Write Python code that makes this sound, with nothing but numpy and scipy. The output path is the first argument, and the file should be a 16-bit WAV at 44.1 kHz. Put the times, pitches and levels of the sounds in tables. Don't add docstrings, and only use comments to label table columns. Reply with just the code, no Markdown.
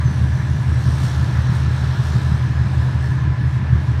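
import sys
import numpy as np
from scipy import signal
from scipy.fft import rfft, irfft
from scipy.io import wavfile
from scipy.ndimage import uniform_filter1d

SR = 44100
rng = np.random.default_rng(int(sys.argv[2]) if len(sys.argv) > 2 else 0)


def output_pcm(signal):
    pcm = np.clip(np.atleast_2d(signal).T, -1, 1) * 32767
    wavfile.write(sys.argv[1], SR, np.round(pcm).astype(np.int16))


N = 176400
T = np.arange(N) / SR

# f/Hz, relative density/dB
WASH_SPECTRUM = [(200, -7.5), (450, 0), (700, 1), (1100, 1.5), (1400, -1.5), (1750, 2), (2000, -2),
                 (2700, -8.5), (4000, -14.5), (6000, -22.5), (9000, -36), (15000, -60)]
# f/Hz, relative density/dB
RUMBLE_SPECTRUM = [(20, -35), (35, -28.5), (50, -15), (62, -11), (78, -2.5), (97, -4), (122, 4), (150, -4),
                   (200, -13.5), (350, -20), (470, -34.5), (900, -58), (4000, -100)]
# f/Hz, level/dB
HUM_LINES = [(123.61, -29.5), (304.7, -49), (331.3, -57.5), (613, -54), (1739, -53)]
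# multiple of shaft rate, level/dB
SHAFT_ORDERS = [(15, -30.5), (23, -22), (27, -41)]
# f/Hz, relative density/dB
SPRAY_SPECTRUM = [(1200, -12), (2700, -5), (3400, 0), (4300, 0), (4900, -4), (5600, 0), (6900, -8),
                  (8600, -7), (9700, -11), (10400, -19), (11500, -15), (13000, -21), (15600, -26)]
# t/s, relative level/dB
SPRAY_ENVELOPE = [(0.03, -58), (0.07, -56.5), (0.76, -55.5), (0.83, -52.5), (0.97, -50.5), (1.05, -46.5),
                  (1.18, -52.5), (1.51, -55), (1.56, -50.5), (1.68, -56.5), (1.77, -53.5), (1.94, -55),
                  (2.07, -51), (2.65, -59.5), (2.75, -56), (3.0, -59), (3.05, -55.5), (3.3, -65.5),
                  (3.55, -58.5), (3.63, -65.5), (3.83, -59.5), (3.96, -61.5)]
# relative thump/dB, relative chug/dB
PORT_CYLINDERS = [(-4.5, -4), (-1, -3.5), (5.5, 2.5), (6, 5.5), (2, 1.5), (-2.5, -4.5)]
STARBOARD_CYLINDERS = [(.5, -8), (0.14, -12), (-0.12, -12), (0.065, -6.5), (-0.57, -9.5), (0.08, -10.5)]
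# f/Hz, relative gain/dB
PORT_PIPE_RESPONSE = [(25, -40), (38, -37), (52, -17.5), (75, 0.5), (95, 4), (113, 1), (150, -4.5),
                      (188, -11.5), (228, -28), (310, -30), (450, -44), (1500, -100)]
STARBOARD_PIPE_RESPONSE = [(25, -53), (40, -41), (55, -11), (79, 1.5), (119, 1), (159, -21), (200, -20),
                           (240, -41.5), (280, -24.5), (450, -48.5), (1500, -100)]
# f/Hz, relative density/dB
CHUG_SPECTRUM = [(60, -17), (120, -4), (165, 4.5), (205, 1.5), (250, -7.5), (320, -12), (390, -11.5),
                 (480, -29), (900, -30), (3000, -85)]
# f/Hz, width/Hz, level/dB
CLATTER_MODES = [(847, 54, -54), (999, 48, -47.5), (1666, 120, -45.5), (1734, 35, -49)]
# f/Hz, relative density/dB
ROAR_SPECTRUM = [(20, -29.5), (150, 6.5), (350, -3.5), (500, -4.5), (900, -1), (1400, 1.5), (2000, -12.5),
                 (2800, -12.5), (4000, -10), (4900, -19), (5600, -19.5), (6800, -26), (15000, -70.5)]
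# t/s, level/dB
ROAR_ENVELOPE = [(0, -40.5), (.6, -45), (1, -37), (1.3, -36), (1.6, -37), (2.1, -35), (2.5, -41), (3, -41),
                 (3.5, -47.5), (4, -42)]
# t/s, f/Hz, level/dB
WHINE_TRACK = [(0, 6160, -67), (.07, 6150, -53.5), (.2, 6100, -60), (.39, 5950, -54), (.48, 5890, -66),
               (.75, 5710, -57), (.9, 5630, -65), (1.3, 5450, -60), (1.75, 5290, -62), (2.15, 5170, -58),
               (2.55, 5100, -61), (3.6, 5130, -66), (4, 5050, -73)]

PORT_FIRING_HZ, STARBOARD_FIRING_HZ, GENERATOR_FIRING_HZ = 37.58, 39.745, 61.8
SHAFT_HZ = 5.684


def amp(db):
    return 10 ** (np.asarray(db) / 20)


def unit(x):
    return x / np.sqrt(np.mean(x ** 2) + 1e-20)


def curve(rows, column=1):
    rows = np.array(rows)
    return np.interp(T, rows[:, 0], rows[:, column])


def drift(rate_hz):
    f_hz = np.fft.rfftfreq(N, 1 / SR)
    lowpass = np.exp(-(f_hz / rate_hz) ** 2) * (f_hz > 0)
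    return unit(irfft(rfft(rng.standard_normal(N)) * lowpass, N))


def colour(x, spectrum):
    hz, db = np.transpose(spectrum)
    size = 2 * N
    gain = amp(np.interp(np.log(np.fft.rfftfreq(size, 1 / SR) + 1), np.log(hz), db))
    return unit(irfft(rfft(x, size) * gain, size)[:N])


def noise(spectrum, patch_db):
    bins = signal.stft(rng.standard_normal(N), nperseg=512)[2]
    patches = uniform_filter1d(rng.standard_normal(bins.shape), size=7, axis=0)
    patches = unit(uniform_filter1d(patches, size=12, axis=1))
    patchy = signal.istft(bins * amp(patch_db * patches), nperseg=512)[1][:N]
    return colour(patchy, spectrum)


def resonance(hz, width_hz):
    pole = np.exp(-np.pi * width_hz / SR)
    band = rng.standard_normal(N) + 1j * rng.standard_normal(N)
    for r in (pole, pole ** 4):
        band = signal.lfilter([1 - r], [1, -r], band)
    return unit((band * np.exp(2j * np.pi * hz * T)).real)


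def cycles(hz, start_s=0, wander_s=0.00028):
    return hz * (T - start_s + wander_s * drift(0.92))


def tone(phase_cycles, level_db, wander_db=1.5):
    peak = amp(level_db + wander_db * drift(4.2)) * np.sqrt(2)
    return peak * np.sin(2 * np.pi * (phase_cycles + rng.random()))


def hull(rumble_db=-26.5, swell_db=0.4, wash_db=-38.5):
    shaft = cycles(SHAFT_HZ, start_s=0.137)
    throb = sum(amp(db) * np.sqrt(2) * np.cos(2 * np.pi * order * shaft) for order, db in SHAFT_ORDERS)
    hums = sum(tone(cycles(hz), db) for hz, db in HUM_LINES)
    rumble = amp(rumble_db + swell_db * drift(8.5)) * noise(RUMBLE_SPECTRUM, patch_db=3.0)
    wash = amp(wash_db) * noise(WASH_SPECTRUM, patch_db=1.52)
    return throb + hums + rumble + wash


def cooling_water(gain_db=7.5, puff_depth=0.5, puff_width_cycles=0.15, drops_per_s=4000):
    from_firing = np.sin(np.pi * cycles(GENERATOR_FIRING_HZ)) / np.pi
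    puffs = unit(1 + puff_depth * np.exp(-(from_firing / puff_width_cycles) ** 2))
    impacts = (rng.random(N) < drops_per_s / SR) * rng.choice([-1, 1], N)
    size_db = 3.0 * np.minimum(rng.exponential(1, N), 5)
    drops = amp(-6) * colour(impacts * amp(size_db), SPRAY_SPECTRUM)
    mist = noise(SPRAY_SPECTRUM, patch_db=2)
    return amp(curve(SPRAY_ENVELOPE) + gain_db) * puffs * unit(mist + drops)


def exhaust(firings, cylinders, pipe, pipe_db, gas_gain_db=-32, spread_db=0.58):
    nearest = np.round(firings).astype(int)
    thump_db, chug_db = np.array(cylinders)[nearest % len(cylinders)].T
    jitter_db = spread_db * rng.standard_normal(N)[nearest]
    onsets = np.diff(np.floor(firings), prepend=np.floor(firings[0]))
    thumps = amp(pipe_db) * colour(onsets * amp(thump_db + jitter_db), pipe)
    puffs = np.cos(np.pi * firings) ** 2 * amp(gas_gain_db + chug_db + jitter_db)
    return thumps + puffs * noise(CHUG_SPECTRUM, patch_db=0)


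def diesels(surge_db=1.0, surge_hz=3.6, crank_depth=0.29, firing_depth=0.19):
    port = cycles(PORT_FIRING_HZ, start_s=0.0072)
    starboard = cycles(STARBOARD_FIRING_HZ, start_s=0.0083)
    drone = exhaust(port, PORT_CYLINDERS, PORT_PIPE_RESPONSE, pipe_db=-22.5)
    drone += exhaust(starboard, STARBOARD_CYLINDERS, STARBOARD_PIPE_RESPONSE, pipe_db=-21.5)
    clatter = sum(amp(db) * resonance(hz, width_hz) for hz, width_hz, db in CLATTER_MODES)
    crank_turns = 2 * starboard / len(STARBOARD_CYLINDERS)
    shake = 1 + crank_depth * np.sin(2 * np.pi * crank_turns)
    shake -= firing_depth * np.cos(2 * np.pi * starboard)
    return drone * amp(surge_db * drift(surge_hz)) + clatter * shake


def seaplane(waver_hz=20, flutter_db=2.5):
    roar = amp(curve(ROAR_ENVELOPE)) * noise(ROAR_SPECTRUM, patch_db=0.8)
    whine_hz = curve(WHINE_TRACK) + waver_hz * drift(63)
    whine_db = curve(WHINE_TRACK, column=2) + flutter_db * drift(25)
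    return roar + tone(np.cumsum(whine_hz) / SR, whine_db)


def scene():
    return (diesels() + hull() + cooling_water() + seaplane())[None]


def record(dry):
    lowpass = signal.firwin(511, 15700, window=("kaiser", 9), fs=SR)
    return signal.oaconvolve(dry, lowpass[None], "same")


dry = scene()
out = record(dry)
output_pcm(out)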